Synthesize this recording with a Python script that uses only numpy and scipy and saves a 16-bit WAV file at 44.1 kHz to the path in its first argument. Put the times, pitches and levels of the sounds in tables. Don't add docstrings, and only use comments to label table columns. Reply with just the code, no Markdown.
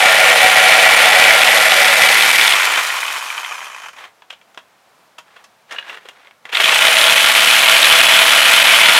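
import sys
import numpy as np
from scipy import signal
from scipy.io import wavfile
from scipy.ndimage import uniform_filter1d

SR = 44100
rng = np.random.default_rng(int(sys.argv[2]) if len(sys.argv) > 2 else 0)


def magnitude_from_level(level_db):
    exponent = np.asarray(level_db, float) / 20
    return 10 ** exponent


def generate_wav(sig):
    pcm = np.round(np.clip(np.atleast_2d(sig).T, -1, 1) * 32767).astype(np.int16)
    wavfile.write(sys.argv[1], SR, pcm)


N = 396459

# f/Hz, relative density/dB
SCUFF_COLOUR = [(59, -69.5), (100, -38), (498, -3.5), (1160, -1), (1770, 0.5), (3860, -9.5), (4760, -16.5),
                (15500, -34.5)]
# f/Hz, width/Hz, relative level/dB
SCUFF_MODES = [(1790, 120, -13), (2700, 390, -11.5), (3250, 400, -11.5)]
SHAFT_PER_STROKE = 8.65
STALL_HZ = 1.4
LIFT_S, LIFT_LASTS_S, LOWER_S = 2.84, 0.72, 5


def read(points, hz):
    f, value = np.transpose(points)
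    return np.interp(np.log(hz + 1), np.log(f + 1), value)


def evened(x):
    return x / np.sqrt(np.mean(x ** 2) + 1e-20)


def colour(x, points, modes=(), under_db=0):
    hz = abs(np.fft.fftfreq(8192, 1 / SR))
    power = magnitude_from_level(2 * (read(points, hz) + under_db))
    for f, width, db in modes:
        power = power + magnitude_from_level(2 * db) / (1 + (2 * (hz - f) / width) ** 2) ** 2
    log_gain = np.log(power + 1e-10) / 2
    taps = np.fft.ifft(np.exp(log_gain - 1j * signal.hilbert(log_gain).imag)).real[:4096]
    return evened(signal.oaconvolve(x, taps)[:len(x)])


def wander(hz):
    step = 32
    pole = np.exp(-hz * step / SR * 2 * np.pi)
    slow = signal.lfilter([1], [1, -2 * pole, pole * pole], rng.standard_normal(N // step + 1))
    return np.interp(np.arange(N) / step, np.arange(len(slow)), evened(slow))


def grit(per_s, share, spread_db):
    size_db = spread_db * np.minimum(rng.exponential(1, N), 4)
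    clicks = (rng.random(N) < per_s / SR) * magnitude_from_level(size_db) * rng.choice([-1, 1], N)
    clicks = clicks / np.sqrt(uniform_filter1d(clicks ** 2, SR // 4) + 1e-9)
    share = np.clip(share, 0, 1)
    return np.sqrt(1 - share) * rng.standard_normal(N) + np.sqrt(share) * clicks


def yard():
    # f/Hz, relative density/dB
    wash = [(18, -49), (30, -20), (97, -4), (200, -1), (324, -4), (700, 4.5), (1050, 3), (15500, -20.5)]
    return magnitude_from_level(-54.5 + .8 * wander(hz=3)) * colour(rng.standard_normal(N), wash)


def scuffs():
    # start/s, length/s, level/dB
    drags = [(3.978, 0.074, -39.5), (5.27, 0.17, -54.5), (5.716, 0.043, -34), (5.76, 0.11, -41),
             (5.867, 0.098, -37.5), (5.994, .28, -50.5), (6.462, .06, -42)]
    rise_db_per_s, fade_db_per_s = 700, 321
    t = np.arange(N) / SR
    levels = []
    for start, length, db in drags:
        before = np.maximum(start - t, 0)
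        after = np.maximum(t - start - length, 0)
        levels.append(db - rise_db_per_s * before - fade_db_per_s * after)
    level_db = np.max(levels, axis=0) + 2.4 * wander(hz=60)
    grains = grit(per_s=900, share=.2, spread_db=0.5)
    return magnitude_from_level(level_db) * colour(grains, SCUFF_COLOUR, SCUFF_MODES, under_db=10.5)


def clacks(rows, modes, spread_db, detune):
    low_under_hz, rise_s = 1900, 0.00046
    out, t = np.zeros(N), np.arange(SR // 10) / SR
    for (s, db, low_db), luck in zip(rows, rng.standard_normal((len(rows), len(modes), 2))):
        ring = 0
        for (hz, mode_db, t60), (size, pitch) in zip(modes, luck):
            level_db = mode_db + low_db * (hz < low_under_hz) + spread_db * size - 60 * t / t60
            ring = ring + magnitude_from_level(level_db) * np.sin(2 * np.pi * hz * (1 + detune * pitch) * t)
        sound = np.minimum(t / rise_s, 1) * ring
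        out[round(s * SR):][:len(t)] += magnitude_from_level(db) * sound / abs(sound).max()
    return out


def shoe_clacks():
    # t/s, peak level/dB, low modes against high/dB
    blows = [(4.305, -21, -10), (4.336, -32.5, -19), (5.713, -30, 10), (5.763, -21, 4), (5.785, -12.5, -1),
             (5.826, -24, 0), (5.881, -27, 4), (5.896, -19.5, -7), (5.944, -27, 5)]
    # f/Hz, relative level/dB, t60/s
    plate = [(1650, 0, .04), (2600, -4, .025), (2860, 1, .035), (3400, -3, .025), (3850, -8, .018)]
    return clacks(blows, plate, spread_db=3.5, detune=0.021)


def gear_clacks():
    # t/s, peak level/dB
    blows = [(2.837, -18), (2.903, -10), (2.988, -12), (3.029, -10), (3.053, -11), (3.082, -15),
             (3.169, -13), (3.302, -13), (3.379, -11.5), (3.447, -12.5), (3.518, -17), (3.605, -20),
             (3.658, -25), (3.673, -28), (3.699, -33), (3.723, -30), (3.777, -27), (3.811, -32),
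             (4.041, -25)]
    # f/Hz, relative level/dB, t60/s
    case = [(1170, -1.5, .018), (2050, -2, .016), (2440, 0, 0.016), (3090, 1, 0.012)]
    dulling_db_per_s = 4.0
    rows = [(s, db, dulling_db_per_s * (s - LIFT_S - LIFT_LASTS_S)) for s, db in blows]
    return clacks(rows, case, spread_db=5.5, detune=0.033)


def knocks():
    # t/s, peak level/dB, pitch f/Hz, treble against it/dB
    taps = [(4.221, -31, 1010, -32), (4.414, -35.5, 2390, -26), (4.546, -35, 1400, -9),
            (4.575, -19, 1037, -16.5), (5.723, -18.5, 2170, -8), (5.972, -22, 1960, -29),
            (6.087, -20.5, 2900, -13), (6.272, -27, 2190, -37), (6.31, -32, 2280, -27.5),
            (6.454, -16.5, 2040, -20), (6.532, -12, 1830, -26.5)]
    # t/s, peak level/dB,
    # pitch f/Hz, treble against it/dB
    bumps = [(2.772, -4.5, 2100, -11.5), (3.985, -27.5, 896, -10.5), (4.302, -23, 2880, -12),
             (4.326, -30.5, 3200, -14), (4.586, -36.5, 1028, -24), (5.183, -24, 1310, -9.5),
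             (5.363, -29, 1480, -31), (5.44, -33, 1170, -3.5), (5.71, -20, 1886, -17),
             (5.784, -19.5, 1914, -31), (5.895, -22, 2720, -25.5), (5.928, -27, 1790, -19.5),
             (6.053, -28.5, 513, -26.5), (6.491, -21.5, 2344, -20), (6.599, -1, 2270, -21),
             (6.684, -2.5, 3050, -14), (6.721, -1, 2750, -16)]
    # rise/ms, first snap level/dB, of a tap and of a bump
    tap_onset = (0.62, 8)
    bump_onset = (6, -9)
    # factor on pitch, relative level/dB, t60/s
    wood = [(0.98, 12, 0.04), (0.85, -4.5, 0.095), (0.73, 0, 0.071)]
    # f/Hz, relative density/dB
    crack = [(2500, -16.5), (5500, 8.5), (15500, -14.5)]
    burst_t60, snap_t60 = 0.065, .012
    out, t = np.zeros(N), np.arange(SR // 5) / SR
    grains = grit(per_s=520, share=.4, spread_db=-1.5)
    rough = colour(grains, SCUFF_COLOUR, SCUFF_MODES, under_db=-13.0)
    bright = colour(rng.standard_normal(N), crack)
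    rows = [(*row, *tap_onset) for row in taps] + [(*row, *bump_onset) for row in bumps]
    phases = rng.random((len(rows), len(wood)))
    for (s, db, hz, treble_db, rise_ms, snap_db), turn in zip(rows, phases):
        start = round((s - rise_ms / 2000) * SR)
        at = slice(start, start + len(t))
        ring = sum(magnitude_from_level(d - 60 * t / t60) * np.sin(2 * np.pi * (hz * factor * t + phase))
                   for (factor, d, t60), phase in zip(wood, turn))
        burst = (magnitude_from_level(9.0) * rough[at] + magnitude_from_level(treble_db + 9.0) * bright[at]) * magnitude_from_level(-60 * t / burst_t60)
        rise = np.minimum(1000 * t / max(rise_ms, .2), 1) ** 2
        sound = (ring + burst) * (1 + magnitude_from_level(snap_db - 60 * t / snap_t60)) * rise
        out[at] += magnitude_from_level(db) * sound / abs(sound).max()
    return out


def echoes(hits):
    taps = np.zeros(SR // 8)
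    at = np.arange(250, len(taps) - 40, 40)
    gain = magnitude_from_level(-20.0 - 60 * at / SR / 0.17)
    taps[at + rng.integers(0, 40, len(at))] = rng.choice([-1, 1], len(at)) * gain
    return signal.oaconvolve(hits, taps)[:N]


def strokes(t):
    # t/s, stroke rate f/Hz
    full_speed = [(.9, 35.95), (1.6, 36.35), (2.3, 37.4), (7, 37.8), (8.35, 37.7), (8.99, 36.9)]
    # shortfall at the pull f/Hz, time constant/s
    spin_up = [(12.3, .035), (19.5, .22)]
    pull_s, release_s, repull_s = -.35, 2.42, 6.52
    friction, drag = 15.2, .0165
    since = t - np.where(t < repull_s, pull_s, repull_s)
    shortfall = sum(hz * np.exp(-since / s) for hz, s in spin_up)
    driven = np.interp(t, *np.transpose(full_speed)) - shortfall
    knee = np.sqrt(friction / drag)
    angle = np.arctan(np.interp(release_s, t, driven) / knee) - friction / knee * (t - release_s)
    run_down = np.maximum(knee * np.tan(np.clip(angle, 0, 1)), STALL_HZ)
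    coasting = (t > release_s) & (t < repull_s)
    return np.where(coasting, run_down, driven), coasting


def fan_whirr(t, turns, free):
    bands = [(251, 130), (258, 150), (268, 130), (311.4, 100)]
    band_db = [(-10, -11.5), (-17, -22.5), (-20.5, -10.5), (-11, -12)]
    out = np.zeros(N)
    for (multiple, hz), db in zip(bands, band_db):
        level = magnitude_from_level(np.where(t < LOWER_S, *db)) * (1 - free) ** 0.83
        out += level * wander(hz) * np.sin(2 * np.pi * multiple * turns)
    return out


def slot_whine(speed, turns, coasting, free):
    # f/Hz, level against the hiss/dB before the changes with load and speed
    casing = [(3900, -18), (5000, -8), (6700, -2.5), (7800, -17), (9000, -11), (10000, -16.5), (10800, -9),
              (11700, -23.5), (13000, -27.5), (15000, -35)]
    per_stroke = 12 * SHAFT_PER_STROKE
    slots = per_stroke * turns + np.where(coasting, .011, .045) * wander(hz=60)
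    coasting_db = 24 * free - 19 - 2.5 * np.maximum(8 - speed, 0)
    load_db = np.where(coasting, coasting_db, -40 * free)
    out = np.zeros(N)
    for k in range(1, 21):
        hz = k * per_stroke * speed
        fading_db = 5.0 * np.minimum(wander(hz=16), .6)
        out += (hz < 15500) * magnitude_from_level(read(casing, hz) + load_db + fading_db) * np.sin(2 * np.pi * k * slots)
    return out


def air_hiss(swing, chatter):
    # f/Hz, relative density/dB
    spectrum = [(2060, -38.5), (3500, -6), (4550, -10.5), (6450, -13), (8230, -14.5), (9380, -13.5),
                (10600, -18), (11700, -16), (15500, -27.5)]
    noise = swing * grit(per_s=1100, share=0.12, spread_db=12.5) * chatter ** .4
    return colour(noise, [(400, -79.5)] + spectrum)


def stroke_lines(t, turns):
    multiples = [3, 4, 5, 6, 7, 9, 13, 14, 16, 18, 21, 54.2]
    line_db = [(-39.5, -52), (-47.5, -46), (-32, -34.5), (-42, -38.5), (-34, -33.5), (-37, -34.5),
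               (-27.5, -29.5), (-29, -34.5), (-34, -27), (-26, -20.5), (-20.5, -38), (-9, -33.5)]
    out = np.zeros(N)
    for k, db in zip(multiples, line_db):
        level = magnitude_from_level(np.where(t < LOWER_S, *db) + 0.6 * wander(hz=12))
        out += level * np.sin(2 * np.pi * (k * turns + rng.random()))
    return out


def sheet_drum(t, swing):
    # f/Hz, width/Hz, relative level/dB
    cuts = [(494, 44, -8), (565, 40, -1.5), (648.3, 32, 1), (744.7, 28, 4), (819, 66, -3)], [(491.3, 14, 2),
            (581, 66, 1), (655, 24, 12.5), (852, 41, 2)]
    # t/s, level against the rattle/dB
    drum = [(0, -8.5), (.7, -8.5), (2.1, -10.5), (6.5, -16), (6.75, -16), (6.9, -11.5), (7.04, -12.5),
            (7.3, -20), (8.2, -16.5), (8.99, -18)]
    through_s = 2.12
    cutting = uniform_filter1d(1. * ((t < through_s) | (t > LOWER_S)), SR // 20)
    teeth = swing * rng.standard_normal(N)
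    first, second = (colour(teeth, [(1, -90), (SR, -90)], modes) for modes in cuts)
    return magnitude_from_level(np.interp(t, *np.transpose(drum))) * cutting * np.where(t < LOWER_S, first, second)


def blade_slaps(t, turns, speed):
    # t/s, level against the rattle/dB
    slap_db = [(0, -16.5), (2.4, -7), (2.9, -19), (4, -15), (6.5, -6.5), (7.2, -5.5), (8.99, -11)]
    # f/Hz, width/Hz, relative level/dB
    ringing = [(3380, 1140, 0.5), (2294, 1020, 1)]
    slap_s, partner, width_s = 7.0415, .4, 0.0015
    phase = turns - np.interp(slap_s, t, turns)
    halves = np.interp(phase % 1, [0, partner, 1], [0, 1, 2]) + 2 * np.floor(phase)
    nearest = np.round(halves).astype(int)
    size_db = 5.8 * rng.standard_normal(np.ptp(nearest) + 1).clip(-3, 1.5)[nearest - nearest.min()]
    pulse = np.exp(-((halves - nearest) / (2 * speed * width_s)) ** 2)
    burst = magnitude_from_level(size_db) * pulse * rng.standard_normal(N)
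    return magnitude_from_level(np.interp(t, *np.transpose(slap_db))) * colour(burst, [(1, -90), (SR, -90)], ringing)


def motor_ticks(shaft, free):
    size_db = 2.0 * rng.standard_normal(round(shaft.max()) + 3)[np.floor(shaft).astype(int) + 1]
    return magnitude_from_level(free * (size_db - 14 * (shaft % 1) + 6.0))


def gear_rattle(t, swing, chatter, shaft, free, coasting):
    # f/Hz, width/Hz, relative level/dB
    upright = [(35, -57.5), (60, -68), (288, -22), (738, -6), (1250, -5), (1380, -5), (2260, 2),
               (6500, -23.5), (8450, -48), (14300, -120)]
    upright_modes = [(1400, 77, 0.5), (1900, 280, -3), (2310, 13, 8), (3036, 51, -2), (3402, 53, -3)]
    lifted = [(35, -89), (60, -60), (1010, 8), (2490, 1), (2800, -3.5), (3030, -1), (3750, -19),
              (6500, -10), (8450, -20.5), (14300, -120)]
    lifted_modes = [(1136, 240, 5.1), (2480, 230, 15), (3090, 260, 11)]
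    low = [(35, -75), (60, -69), (443, -16.5), (656, -8.5), (782, -4.5), (2390, 2.5), (3030, 1.5),
           (6500, -28.5), (8450, -57), (14300, -120)]
    low_modes = [(1400, 40, 0.5), (2520, 88, -1.5), (3050, 98, 2.5), (3386, 19, 6), (4170, 56, -7)]
    new_turn = np.diff(np.maximum.accumulate(np.floor(shaft)), prepend=0).clip(0, 1)
    clicks = magnitude_from_level(10) * free * coasting * new_turn
    gears = swing * chatter * (grit(per_s=900, share=0.13, spread_db=2.5) + clicks)
    lift = np.clip((t - LIFT_S) / LIFT_LASTS_S + .5, 0, 1) * (t < LOWER_S)
    return (colour(gears, upright, upright_modes, under_db=-3.0) * np.sqrt(1 - lift) * (t < LOWER_S)
            + colour(gears, lifted, lifted_modes, under_db=7) * np.sqrt(lift)
            + colour(gears, low, low_modes, under_db=-3.5) * (t >= LOWER_S))


def saw():
    # times a stroke, depth/dB, lag/turns
    swing_rows = [
        [(1, 0.5, 0.18), (3, 1.5, 0.66)],
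        [(1, 1, 0.93), (2, 1, 0.51)],
        [(1, -3, 0.54), (2, -4, 0.96)],
    ]
    # t/s, level/dB
    bite = [(0, -8.5), (1.1, -8.5), (2.1, -10.5), (2.5, -12), (2.78, -14), (2.9, -17.5), (6.5, -12.5),
            (6.8, -10.5), (7.1, -10.5), (8.99, -8.5)]
    full_hiss_db = -18.5, -17.5
    driven_slope_db, coasting_slope_db, hiss_slope_db = 19.5, 25, 40
    t = np.arange(N) / SR
    speed, coasting = strokes(t)
    running = uniform_filter1d(1. * (speed > STALL_HZ), SR // 100)
    speed = uniform_filter1d(speed, SR // 20)
    turns = np.cumsum(speed) / SR
    decades = np.log10(speed / speed.max())
    rattle_slope_db = np.where(coasting, coasting_slope_db, driven_slope_db)
    rattle_db = np.interp(t, *np.transpose(bite)) + rattle_slope_db * decades
    hiss_db = np.where(t < LOWER_S, *full_hiss_db) + hiss_slope_db * decades - rattle_db
    hiss_db = np.maximum(hiss_db, -12.5)

    loose = turns + 0.027 * wander(hz=30.5)
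    bind_db = -7 * speed / speed.max() * np.clip(wander(hz=89.5) - .9, 0, 1.3)
    swings = []
    for rows in swing_rows:
        stroke_db = sum(db * np.cos(2 * np.pi * (k * loose - lag)) for k, db, lag in rows)
        swings.append(magnitude_from_level(stroke_db + bind_db + 0.58 * wander(hz=60)))
    rattle_swing, hiss_swing, sheet_swing = swings

    free = np.clip(1.05 - speed / 36, 0, 1)
    shaft = SHAFT_PER_STROKE * turns + 0.16 * wander(hz=30)
    chatter = motor_ticks(shaft, free)
    hiss = air_hiss(hiss_swing, chatter)
    hiss += slot_whine(speed, turns, coasting, free) + fan_whirr(t, turns, free)
    noisy = gear_rattle(t, rattle_swing, chatter, shaft, free, coasting)
    noisy += blade_slaps(t, loose, np.where(coasting, speed, speed.max()))
    noisy += sheet_drum(t, sheet_swing) + magnitude_from_level(hiss_db) * hiss
    noisy = signal.sosfilt(signal.butter(3, 140, "high", fs=SR, output="sos"), noisy)
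    lines = (1 - free) ** np.where(coasting, 9, 2.5) * stroke_lines(t, turns)
    return running * magnitude_from_level(rattle_db) * (noisy + lines)


def scene():
    hits = signal.sosfilt(signal.butter(2, 150, "high", fs=SR, output="sos"), knocks())
    hits += gear_clacks() + shoe_clacks()
    return (saw() + hits + echoes(hits) + scuffs() + yard())[None]


def roll_off(x):
    return signal.sosfilt(signal.butter(12, 15690, fs=SR, output="sos"), x)


def record(dry):
    over = np.maximum(abs(dry) - .75, 0)
    knee = abs(dry) - over + 1.0 * np.tanh(over / 1.3)
    bent = np.clip(np.sign(dry) * knee, -1.03, 1.03)
    coupled = signal.lfilter(*signal.butter(1, 90, "high", fs=SR), bent)
    return roll_off(np.clip(coupled, -1, 1))


dry = scene()
out = record(dry)
generate_wav(out)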